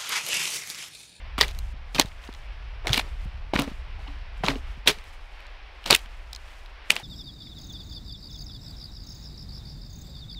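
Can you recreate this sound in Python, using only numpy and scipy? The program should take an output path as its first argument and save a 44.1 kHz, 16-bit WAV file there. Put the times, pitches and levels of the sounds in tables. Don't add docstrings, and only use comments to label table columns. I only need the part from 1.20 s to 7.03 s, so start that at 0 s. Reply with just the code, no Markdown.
import sys
import numpy as np
from scipy import signal
from scipy.fft import rfft, irfft, next_fast_len
from scipy.io import wavfile
from scipy.ndimage import uniform_filter1d

SR = 44100
rng = np.random.default_rng(int(sys.argv[2]) if len(sys.argv) > 2 else 0)


def invert_db(x):
    u = np.asarray(x, float) / 20
    return 10 ** u


def file_out(sig):
    cols = np.atleast_2d(sig).T
    lim = np.clip(cols, -1, 1)
    pcm = np.round(lim * 32767).astype(np.int16)
    wavfile.write(sys.argv[1], SR, pcm)


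N = 257102

# time in seconds, wind level in dB, how far the gust reaches up in pitch in dB.
GUSTS = [(0.0, -36.5, 4), (0.42, -32.5, 5), (0.75, -40, 1), (0.86, -38, 1), (1.1, -41, 0), (1.28, -36.5, 2),
         (1.51, -37, 3), (2.06, -34, 5), (2.42, -37.5, 4), (2.79, -35.5, 3), (3.04, -38.5, 3),
         (3.49, -35, 3), (3.62, -41, -1), (4.3, -42, -9), (4.62, -42, -9), (4.9, -40, 0), (5.5, -41.5, -5),
         (5.83, -49, -4)]


def level(x):
    return x / np.sqrt(np.mean(x ** 2))


def band(x, lo_hz, hi_hz, order=2):
    return signal.sosfilt(signal.butter(order, [lo_hz, hi_hz], "band", fs=SR, output="sos"), x)


def treble(x):
    return band(band(x, 5200, 18000), 3000, 6500, order=1)


def coloured(points):
    hz, db = np.transpose(points)
    size = next_fast_len(N)
    log_hz = np.log(np.arange(size // 2 + 1) * SR / size + 1)
    gain = invert_db(np.interp(log_hz, np.log(hz), db))
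    white = rfft(rng.standard_normal(N), size)
    return level(irfft(white * gain, size)[:N])


def curve(rows, rest_db):
    s, *columns = np.transpose(rows)
    t = np.arange(N) / SR
    return np.array([np.interp(t, s, c, rest_db, rest_db) for c in columns])


def walk(rate):
    k = int(SR / rate)
    steps = np.repeat(rng.standard_normal(N // k + 1), k)
    return uniform_filter1d(uniform_filter1d(steps, k), k)[:N]


def grains(rate, scatter_db):
    when, size = rng.random(N), rng.exponential(size=N)
    sign = np.sign(rng.standard_normal(N))
    return (when < rate / SR) * sign * invert_db(scatter_db * np.minimum(size, 4))


def ring(t, hz, t60):
    return np.sin(2 * np.pi * hz * t) * np.exp(-np.log(1000) * t / t60)


def add(out, s, sound):
    i = int(s * SR)
    out[i:i + len(sound)] += sound[:N - i]


def all_cracks():
    # time in seconds, level in dB, ring in Hz,
    # treble snap in dB, thick-wood knock in dB.
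    snaps = [(.212, -2.5, 3906, -16, -14.5), (0.2174, -9.5, 3675, -17, -12.5),
             (1.7322, -11, 3600, -28, -31), (1.7368, -20.5, 3000, -2, -19), (1.7438, -18, 2970, -24, -32),
             (2.3616, -20, 1970, -29, -22), (2.3978, -25, 3800, -2, -12), (2.4207, -28.5, 2820, 1.5, -16),
             (3.2849, -14, 2420, -17, -2.5), (3.6811, -13.5, 3840, -2, -11), (4.7046, -15.5, 2815, -21, 0),
             (4.7084, -3, 4700, -18, -16.5), (4.7292, -14, 3670, -13.5, -14),
             (4.7625, -25.5, 2890, 3.5, -20), (5.705, -15, 4700, 0.5, -18.5), (5.7652, -23.5, 2900, -7, -7)]
    # time in seconds, level in dB, ring in Hz,
    # treble snap in dB, thick-wood knock in dB.
    rips = [(0.1875, -29, 2210, -5, 4), (.205, -26.5, 2140, -15.5, -15), (0.23, -26.5, 2000, -13, -16),
            (0.7834, -23, 2620, -17, -15), (.7978, -5, 4320, -6, -7), (0.812, -21, 3800, -6, -20.5),
            (1.6711, -25, 4430, -8, -22.5), (1.7773, -16.5, 3100, -7.5, -6), (2.3914, -24.5, 2470, -8, 4),
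            (3.6755, -8, 3000, -22, -24.5), (3.687, -19.5, 2586, -13, -28.5),
            (4.7202, -21.5, 2870, -5.5, -2), (4.7493, -12.5, 2700, -2, -16)]
    # time in seconds, level in dB, ring in Hz,
    # thick-wood knock in dB.
    splits = [(0.1809, -28.5, 2910, 8), (0.1907, -29.5, 1570, 1), (.2356, -20.5, 2110, -10),
              (.748, -27.5, 3940, -20), (.7554, -37, 3190, 3), (0.7622, -28, 3300, -3),
              (0.8184, -19, 3470, -28), (1.657, -37, 1500, -16), (1.68, -33, 3560, -17),
              (1.6942, -25.5, 3510, -9), (1.7243, -31, 3740, -16), (1.7606, -23, 3350, -28),
              (1.7952, -23.5, 3300, 4), (1.812, -35, 2270, -5), (2.3368, -28.5, 2370, 9.5),
              (2.3565, -26.5, 3770, -12), (2.3775, -31, 2300, -20), (3.2366, -31, 1510, 13.5),
              (3.2463, -38, 3150, 14), (3.255, -29, 3900, -16), (3.264, -23, 3900, -15),
              (3.3008, -35, 2240, -12), (3.6894, -21, 4470, -19), (3.7111, -27, 3850, -6),
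              (4.6616, -23.5, 4310, -4.5), (4.7125, -26, 2620, 10), (5.7018, -29.5, 2635, -20)]
    # time in seconds, level in dB,
    # ring in Hz, treble snap in dB.
    ticks = [(0.282, -31, 4070, -5), (.2897, -38, 3730, -10.5), (0.3123, -40.5, 4070, -4),
             (0.3492, -42.5, 4110, -8), (0.3893, -33, 4400, -3), (0.859, -39, 3880, -6),
             (1.1395, -41, 3900, -9), (2.4783, -43, 1810, -22.5), (2.8767, -49, 2970, -19),
             (3.3068, -31, 2110, -20.5), (3.3567, -36, 2130, -21), (3.6693, -29, 3800, -5),
             (3.7167, -31, 4030, -17), (3.787, -42.5, 3960, -26), (3.841, -46, 2480, -7),
             (4.2057, -43, 2500, -13), (4.268, -47, 4590, -16), (4.6423, -37.5, 3010, -12.5),
             (4.6749, -30, 4240, -10), (4.6846, -36, 4000, -4), (4.86, -42, 1990, -13),
             (5.132, -27.5, 4100, -11), (5.1496, -37, 4000, -16), (5.1623, -32, 4300, -13),
             (5.4611, -44, 2970, -14), (5.7138, -36, 2850, 2), (5.718, -28, 2600, 1),
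             (5.7242, -30, 2800, -14), (5.7567, -33, 3840, 1), (5.8, -46, 1790, 2)]
    split_snap_db, tick_knock_db = -18.5, -17
    rows = [(*r, 0.38) for r in snaps]
    rows += [(*r, 3.2) for r in rips]
    rows += [(s, db, hz, split_snap_db, knock_db, 1.8) for s, db, hz, knock_db in splits]
    rows += [(*r, tick_knock_db, 0.98) for r in ticks]
    return [(*r, tear_ms * 3000 / r[2]) for *r, tear_ms in rows]


def cracks(partner_db=-6, broad_db=-3, fibre_db=3, creak_s=0.0026, creak_db=-20, tail_s=0.0058, tail_db=-22):
    out, t = np.zeros(N), np.arange(2048) / SR
    peak = 400
    late = t - t[peak]
    twig_t60_s = 0.0038
    for s, db, hz, snap_db, knock_db, tear_ms in all_cracks():
        size, noise = rng.exponential(size=len(t)), rng.standard_normal(len(t))
        tear_s = 0.00062 * tear_ms
        rise_s = min(0.5 * tear_s, 0.0007)
        before = np.exp(late / rise_s) + invert_db(creak_db) * np.exp(late / creak_s)
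        after = np.exp(-(late / tear_s) ** 2 / 2) + invert_db(tail_db) * np.exp(-late / tail_s)
        fibres = noise * invert_db(fibre_db * (np.minimum(size, 3) - 4.0))
        fibres[peak] = 1.1
        fibres = fibres * np.where(late < 0, before, after)

        partner_hz = min((1.07 + 0.31 * rng.random()) * hz, 5600)
        twig = ring(t[:peak], hz, twig_t60_s) + invert_db(partner_db) * ring(t[:peak], partner_hz, twig_t60_s)
        twig = band(twig, 0.67 * hz, 8000)
        ringing = np.convolve(fibres, twig)[:len(t)]
        broad = band(fibres, 0.8 * hz, 1.69 * hz)
        knock = band(fibres, 690, 1300)
        parts = [ringing, broad, treble(fibres), knock]
        loud = [np.sqrt(uniform_filter1d(p ** 2, size=56).max()) for p in parts]
        gains = invert_db(db + np.array([-1.2, broad_db, snap_db + 0.52, knock_db - 0.5]))
        add(out, s - t[peak] - 0.0004, sum(g * p / l for g, p, l in zip(gains, parts, loud)))
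    return out


def splinter_rows():
    # time in seconds, level in dB, ring in Hz.
    slivers = [(.1863, -31, 6370), (0.2111, -12, 1926), (0.2129, -8, 1890), (.2138, -19, 3710),
               (.2288, -15, 4650), (.2464, -36, 2760), (.748, -29, 8270), (.7603, -35, 5340),
               (.7907, -29, 3790), (0.799, -7.5, 3500), (0.7996, -12.5, 2300), (.8122, -26, 8500),
               (0.8126, -14, 4100), (.813, -19, 1890), (.8249, -30, 1720), (1.6602, -31, 690),
               (1.6714, -16, 2210), (1.671, -21, 5600), (1.681, -29, 5000), (1.6935, -25, 1550),
               (1.7246, -36, 1890), (1.7368, -30, 6720), (1.7602, -33, 6550), (1.7806, -14, 2330),
               (1.7986, -20, 2410), (1.7979, -28, 4160), (2.3564, -22, 2410), (2.3617, -22, 3900),
               (2.3655, -24, 2180), (2.3744, -26, 3960), (2.3912, -15, 3900), (2.3976, -32, 8100),
               (2.3995, -21, 2760), (2.408, -26, 2410), (3.242, -27, 2580), (3.2445, -40, 6500),
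               (3.2539, -29, 3270), (3.2663, -27, 2410), (3.2726, -34, 3620), (3.2828, -15.5, 1110),
               (3.2846, -10.5, 4000), (3.288, -22, 3520), (3.315, -31, 2580), (3.6967, -19, 1550),
               (3.7103, -22, 3790), (4.6749, -30, 5860), (4.6973, -32, 4130), (4.708, -16, 6550),
               (4.7082, -4.5, 2460), (4.7203, -29, 7060), (4.7258, -9, 2920), (4.7427, -24, 4820),
               (4.748, -7, 3620), (5.706, -16, 4500), (5.7058, -12, 2900), (5.7064, -17, 8270),
               (5.7136, -18, 2760), (5.714, -34, 8050), (5.7654, -24, 5640), (5.7998, -37, 860)]
    # time in seconds, level in dB, ring in Hz, tear in ms.
    squeaks = [(.213, -23, 1020, 4.8), (.242, -25, 2240, 3), (2.792, -43, 800, 3.2), (2.869, -40, 850, 3),
               (2.879, -38.5, 2970, 5.4), (2.881, -39, 1050, 3), (2.882, -45, 4150, 2.8),
               (3.302, -26, 2300, 1.5), (3.694, -23.5, 4400, 4), (3.692, -29, 5900, 4),
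               (4.7347, -20, 1203, 4.5), (5.151, -40, 5000, 1.1), (5.7204, -27, 2410, 3),
               (5.7198, -29, 5510, 3), (5.7205, -33, 7900, 4), (5.7255, -28, 3090, 3),
               (5.7347, -37, 2410, 3), (5.7785, -35, 3100, 3), (5.787, -40, 3600, 3)]
    # time in seconds, level in dB, ring in Hz.
    stalks = [(.919, -39, 2700), (1.041, -37, 3100), (1.051, -48, 5200), (1.076, -38, 3600),
              (1.0905, -36, 1100), (1.127, -39, 3580), (1.149, -36.5, 3900), (2.05, -54, 8950),
              (2.82, -58, 5000), (2.957, -46, 3000), (3.338, -35, 2500), (3.18, -55, 8000)]
    # time in seconds, level in dB, ring
    # in Hz.
    more_slivers = [(.3895, -37, 2800), (.7975, -10.5, 2490), (0.7983, -19, 6000), (1.6708, -19, 4170),
                    (1.7372, -19.5, 3000), (1.7445, -24, 3940), (2.3618, -20, 1493), (2.3905, -19, 1000),
                    (3.6762, -3.5, 3370), (3.6775, -12.5, 4400), (3.678, -20, 5800), (3.686, -15.5, 2490),
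                    (3.7168, -29, 3900), (5.132, -28, 5000), (5.1628, -36, 5260), (5.7005, -22.5, 2000),
                    (5.7628, -27, 2820), (5.7657, -20, 2770), (5.7013, -22.5, 3180), (.2365, -23.5, 2200),
                    (.1815, -28, 2800), (.8185, -23.5, 2400), (.784, -25, 4000)]
    # time in seconds, level in dB, ring in Hz, ring in cycles.
    shards = [(5.7051, 1, 2600, 13), (5.7032, -12, 2500, 8), (5.7077, -15, 2300, 10), (1.744, -5, 3600, 5),
              (2.3616, -9, 2200, 4), (2.364, -15, 2200, 7), (1.7368, -12, 3300, 6), (4.7283, -2, 3700, 8),
              (4.7245, -15, 3400, 8), (4.7642, -24, 2900, 16), (5.1495, -28, 4300, 10),
              (5.1503, -28, 5200, 10), (5.1295, -37, 3700, 14), (4.6415, -37, 3600, 6),
              (1.7948, -17, 3300, 6), (1.7978, -20, 1500, 6), (1.7655, -20, 3500, 5),
              (2.3563, -16, 3200, 5), (2.3905, -14, 2600, 5), (.182, -20, 2900, 6), (.2045, -22, 3000, 8),
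              (.2062, -24, 5000, 10), (4.7515, -9, 2600, 12), (5.7655, -18, 2900, 7)]
    # time in seconds, level in dB, ring in Hz.
    short_rings = [(0.212, -8.0, 3600.0), (0.2137, -19.0, 6870.0), (0.2142, -17.0, 2390.0),
                   (0.7982, -14.0, 2100.0), (0.7995, -14.0, 4610.0), (0.8126, -18.0, 4720.0),
                   (0.8129, -20.0, 6160.0), (1.7313, -19.0, 2800.0), (1.7372, -16.0, 3370.0),
                   (2.364, -18.0, 2090.0), (3.6749, -13.0, 3610.0), (3.6762, -19.0, 7710.0),
                   (3.6767, -17.0, 5870.0), (3.6773, -13.0, 4610.0), (3.69, -22.0, 8470.0),
                   (3.6957, -18.0, 4300.0), (4.7081, -15.0, 2100.0), (4.7088, -14.0, 3460.0),
                   (4.7105, -19.0, 1510.0), (4.7105, -13.0, 3960.0), (4.7111, -17.0, 1160.0),
                   (4.7117, -19.0, 3290.0), (4.7161, -18.0, 2380.0), (4.7212, -19.0, 2990.0),
                   (4.7226, -19.0, 5060.0), (4.7263, -18.0, 1000.0), (4.7283, -17.0, 9600.0),
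                   (4.7283, -17.0, 12330.0), (4.7284, -13.0, 2800.0), (4.7284, -12.0, 4610.0),
                   (4.7286, -8.0, 3660.0), (4.729, -17.0, 1600.0), (4.7472, -18.0, 4710.0),
                   (4.7477, -16.0, 2570.0), (5.7032, -15.0, 2800.0), (5.7051, -12.0, 3610.0)]
    main = invert_db(23.5)
    rows = [(*r, 0.6, 26, main) for r in slivers]
    rows += [(*r, 20, 0) for r in squeaks]
    rows += [(*r, 1.34, 4, 0) for r in stalks]
    rows += [(*r, 0.6, 26, main) for r in more_slivers]
    rows += [(s, db, hz, 0.5, cycles, main) for s, db, hz, cycles in shards]
    rows += [(*r, 0.5, 15, main) for r in short_rings]
    return rows


def splinters():
    out, t = np.zeros(N), np.arange(2048) / SR
    middle = 660
    for s, db, hz, tear_ms, cycles, main in splinter_rows():
        noise = rng.standard_normal(len(t))
        fibres = noise * np.exp(-((t - t[middle]) * 1000 / tear_ms) ** 2 / 2)
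        fibres[middle] += main * np.sign(noise[middle])
        sound = np.convolve(fibres, ring(t, hz, cycles / hz))[:len(t)]
        sound = band(sound, 0.6 * hz, min(2.0 * hz, SR / 2 - 1), order=1)
        size = np.abs(sound)
        add(out, s - t[size.argmax()], invert_db(db) * sound / size.max())
    return out


def crunch(rise_s=0.001, fall_s=0.011, sag_db=-7):
    # start in seconds, splinter level in dB,
    # low crunch in dB above the splinters, hold in ms.
    presses = [(.179, -37, -20, 52), (0.209, -32.5, 5.5, 20), (.222, -28.5, -11, 24),
               (.243, -45.5, -2.5, 70), (0.746, -34.5, -4.5, 31), (0.785, -30.5, 4, 17),
               (0.798, -26.5, -3.5, 19), (.825, -48.5, -2, 61), (1.644, -65, 24, 27), (1.669, -36.5, 0, 69),
               (1.727, -29, -9.5, 72), (1.799, -54, 5.5, 91), (2.334, -40, 3.5, 109), (2.386, -37, 3.5, 37),
               (2.43, -52, -8, 33), (2.46, -53, -4, 69), (2.791, -63.5, 4, 150), (3.239, -37.5, 3.5, 59),
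               (3.28, -35, 5, 36.4), (3.325, -50, 3.5, 63), (3.659, -40, 2.5, 41), (3.673, -17.5, -10, 25),
               (3.7, -35.5, -4, 27), (3.725, -49, -6.5, 59), (4.656, -38, -3.5, 82), (4.702, -25, -1, 37),
               (4.738, -24.5, -6.5, 18.3), (4.756, -43, -15, 37), (5.699, -40, 0.5, 38),
               (5.728, -44, -3.5, 79)]
    fine_db, heavy_dulls = -14, 0.3
    settle_s, settle_db = 0.024, -14
    t, power = np.arange(SR // 5) / SR, np.zeros((3, N))
    for s, db, low_db, hold_ms in presses:
        shape = invert_db(2.5 + sag_db * t * 1000 / hold_ms) * (1 - np.exp(-t / rise_s))
        lifted = np.maximum(t - hold_ms / 1000, 0)
        shape = shape * (np.exp(-lifted / fall_s) + invert_db(settle_db) * np.exp(-lifted / settle_s))
        gains = invert_db(db + np.array([0, fine_db - heavy_dulls * low_db, low_db]))
        for row, gain in zip(power, gains):
            add(row, s, (gain * shape) ** 2)
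    dense = grains(6000, 3.2)
    spurts = invert_db(2.4 * walk(170))
    lumps = grains(2500, 3.0)
    sizes = [spurts * band(dense, 1700, 5080), spurts * treble(dense), band(lumps, 100, 1100)]
    return sum(np.sqrt(p) * level(g) for p, g in zip(power, sizes))


def soft_push(t):
    return 1 - np.exp(-t / 0.0014)


def boot_thuds(upper_db=-9, turf_db=-8):
    # time in seconds, peak in dB, pitch in Hz, 60 dB decay in seconds.
    thuds = [(0.182, -23, 277, 0.04), (0.209, -24.5, 426, 0.06), (0.539, -38, 148, 0.029),
             (0.758, -28, 148, 0.063), (0.796, -8.5, 295, 0.023), (0.847, -25, 108, 0.028),
             (1.089, -26, 250, 0.027), (1.699, -24, 123, 0.044), (1.775, -21, 256, 0.052),
             (2.056, -32.5, 110, 0.077), (2.335, -10, 357, 0.024), (2.3565, -11, 187, 0.027),
             (2.389, -17.5, 247, 0.066), (2.475, -21, 250, 0.04), (2.515, -30, 203, 0.035),
             (3.208, -26, 110, 0.022), (3.236, -17, 400, 0.024), (3.283, -35, 279, 0.027),
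             (3.333, -30, 422, 0.039), (3.358, -24.5, 254, 0.057), (3.574, -35, 135, 0.039),
             (3.684, -24, 435, 0.1), (4.702, -17, 569, 0.079), (4.726, -16, 424, 0.03),
             (5.699, -28, 196, 0.037), (5.761, -33, 700, 0.04)]
    out, t = np.zeros(N), np.arange(SR // 3) / SR
    for s, db, hz, t60 in thuds:
        upper_hz = hz * (1.3 + 0.4 * rng.random())
        turf = level(band(rng.standard_normal(len(t)), 0.11 * hz, 2.1 * hz))
        turf = turf * np.exp(-np.log(1000) * t / t60)
        body = ring(t, hz, t60) + invert_db(upper_db) * ring(t, upper_hz, t60) + invert_db(turf_db) * turf
        add(out, s, invert_db(db + 1.0) * soft_push(t) * body)
    return out


def log_rings():
    # time in seconds, peak in dB, pitch in Hz, 60 dB decay in seconds.
    rings = [(1.09, -33.5, 396, .04), (1.701, -16.5, 128.6, 0.099), (2.354, -41, 186, .1),
             (2.393, -20, 280, 0.2), (2.398, -20.5, 136.4, 0.084), (2.88, -41, 284, 0.24),
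             (3.242, -16, 183, 0.052), (3.285, -20, 275.3, 0.2), (3.291, -24.5, 138, 0.13),
             (3.685, -15, 418, 0.082), (3.693, -30, 161, 0.12), (3.774, -39, 200, 0.035),
             (4.858, -44, 223, .05)]
    out, t = np.zeros(N), np.arange(SR // 3) / SR
    for s, db, hz, t60 in rings:
        add(out, s, invert_db(db) * soft_push(t) * ring(t, hz, t60))
    return out


def grass():
    # start in seconds, rustle level in dB,
    # length in seconds, fade in dB per second (steep when the boot lands).
    swishes = [(0.244, -61, 0.28, 2500), (0.734, -60, .02, 296), (0.846, -65, 0.066, 300),
               (.93, -71, .1, 60.5), (1.03, -65, 0.14, 61), (1.82, -65, 0.23, 2500), (2.07, -79.5, .1, 41),
               (2.446, -67.5, 0.13, 100), (2.82, -70.5, 0.11, 57), (3.17, -69, .06, 302),
               (3.332, -64.5, 0.18, 119), (3.76, -63, 0.16, 93), (3.96, -79, 0.14, 62),
               (4.12, -71, 0.12, 196), (4.63, -69, .03, 299), (4.786, -58.5, .03, 198),
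               (4.9, -69, 0.41, 105), (5.217, -63.5, 0.18, 90), (5.69, -60, 0.13, 100)]
    rise_db_s, sag_db_s, breeze_db = 345.5, 13.5, -80
    rustle = level(band(grains(6000, 3.4), 4000, 8300, order=1))
    t = np.arange(N)[::32] / SR
    power = np.zeros(len(t))
    for s, db, length, fade in swishes:
        swell_db = db - rise_db_s * np.maximum(s - t, 0)
        sag_db = sag_db_s * np.maximum(t - s, 0)
        fade_db = fade * np.maximum(t - s - length, 0)
        power += invert_db(swell_db - sag_db - fade_db) ** 2
    power = np.interp(np.arange(N) / SR, t, power)
    return rustle * np.sqrt(power + invert_db(breeze_db) ** 2) * invert_db(2.2 * walk(41))


def wind(split_hz=52):
    # frequency in Hz, density in dB per Hz.
    buffeting = [(12, -36.5), (20, -4), (36, -2.5), (50, -3.5), (68, -10), (90, -21.5), (150, -33.5),
                 (250, -44), (400, -87.5)]
    mesh_evens = 0.2
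    air = coloured(buffeting)
    gust_db, reach_db = curve(GUSTS, -42)
    gust_db = gust_db + 0.85 * walk(5.8)
    envelope = np.abs(signal.hilbert(air, next_fast_len(N))[:N])
    air = level(air / (envelope + 0.15) ** mesh_evens)
    air = signal.sosfiltfilt(signal.butter(4, 240, fs=SR, output="sos"), air)
    deep = signal.sosfiltfilt(signal.butter(2, split_hz, fs=SR, output="sos"), air)
    return invert_db(gust_db) * (deep + invert_db(reach_db) * (air - deep))


def rush():
    reach_db = curve(GUSTS, 0)[1]
    hiss = level(band(rng.standard_normal(N), 140, 520))
    return invert_db(-70 + 0.5 * reach_db + 1.5 * walk(9)) * hiss


def river():
    # frequency in Hz, density in dB.
    rapids = [(80, -18), (200, -13), (400, -6), (750, 0), (1400, -2), (2300, -1), (3000, -4.5),
              (4200, -12.5), (5500, -16.5), (7000, -42), (10000, -40), (16000, -52)]
    water = coloured(rapids)
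    low = signal.sosfilt(signal.butter(2, 1300, fs=SR, output="sos"), water)
    hiss = low * invert_db(0.39 * walk(27)) + (water - low) * invert_db(1.2 * walk(9.9))
    swell = invert_db(0.3 * walk(0.7))
    bubbles = level(band(grains(370, 2.5), 660, 4800, order=4))
    return invert_db(-50.5) * swell * (hiss + invert_db(-15.5) * bubbles)


def scene():
    wood = cracks() + splinters()
    boot = crunch() + boot_thuds() + log_rings() + grass()
    background = wind() + rush() + river()
    return (wood + boot + background)[None]


def band_limit(x):
    return signal.sosfilt(signal.butter(12, 16440, fs=SR, output="sos"), x)


def record(dry):
    heard = signal.sosfilt(signal.ellip(8, 0.5, 45, 15650, fs=SR, output="sos"), dry)
    return band_limit(np.clip(heard, -1, 1))


dry = scene()
out = record(dry)
file_out(out)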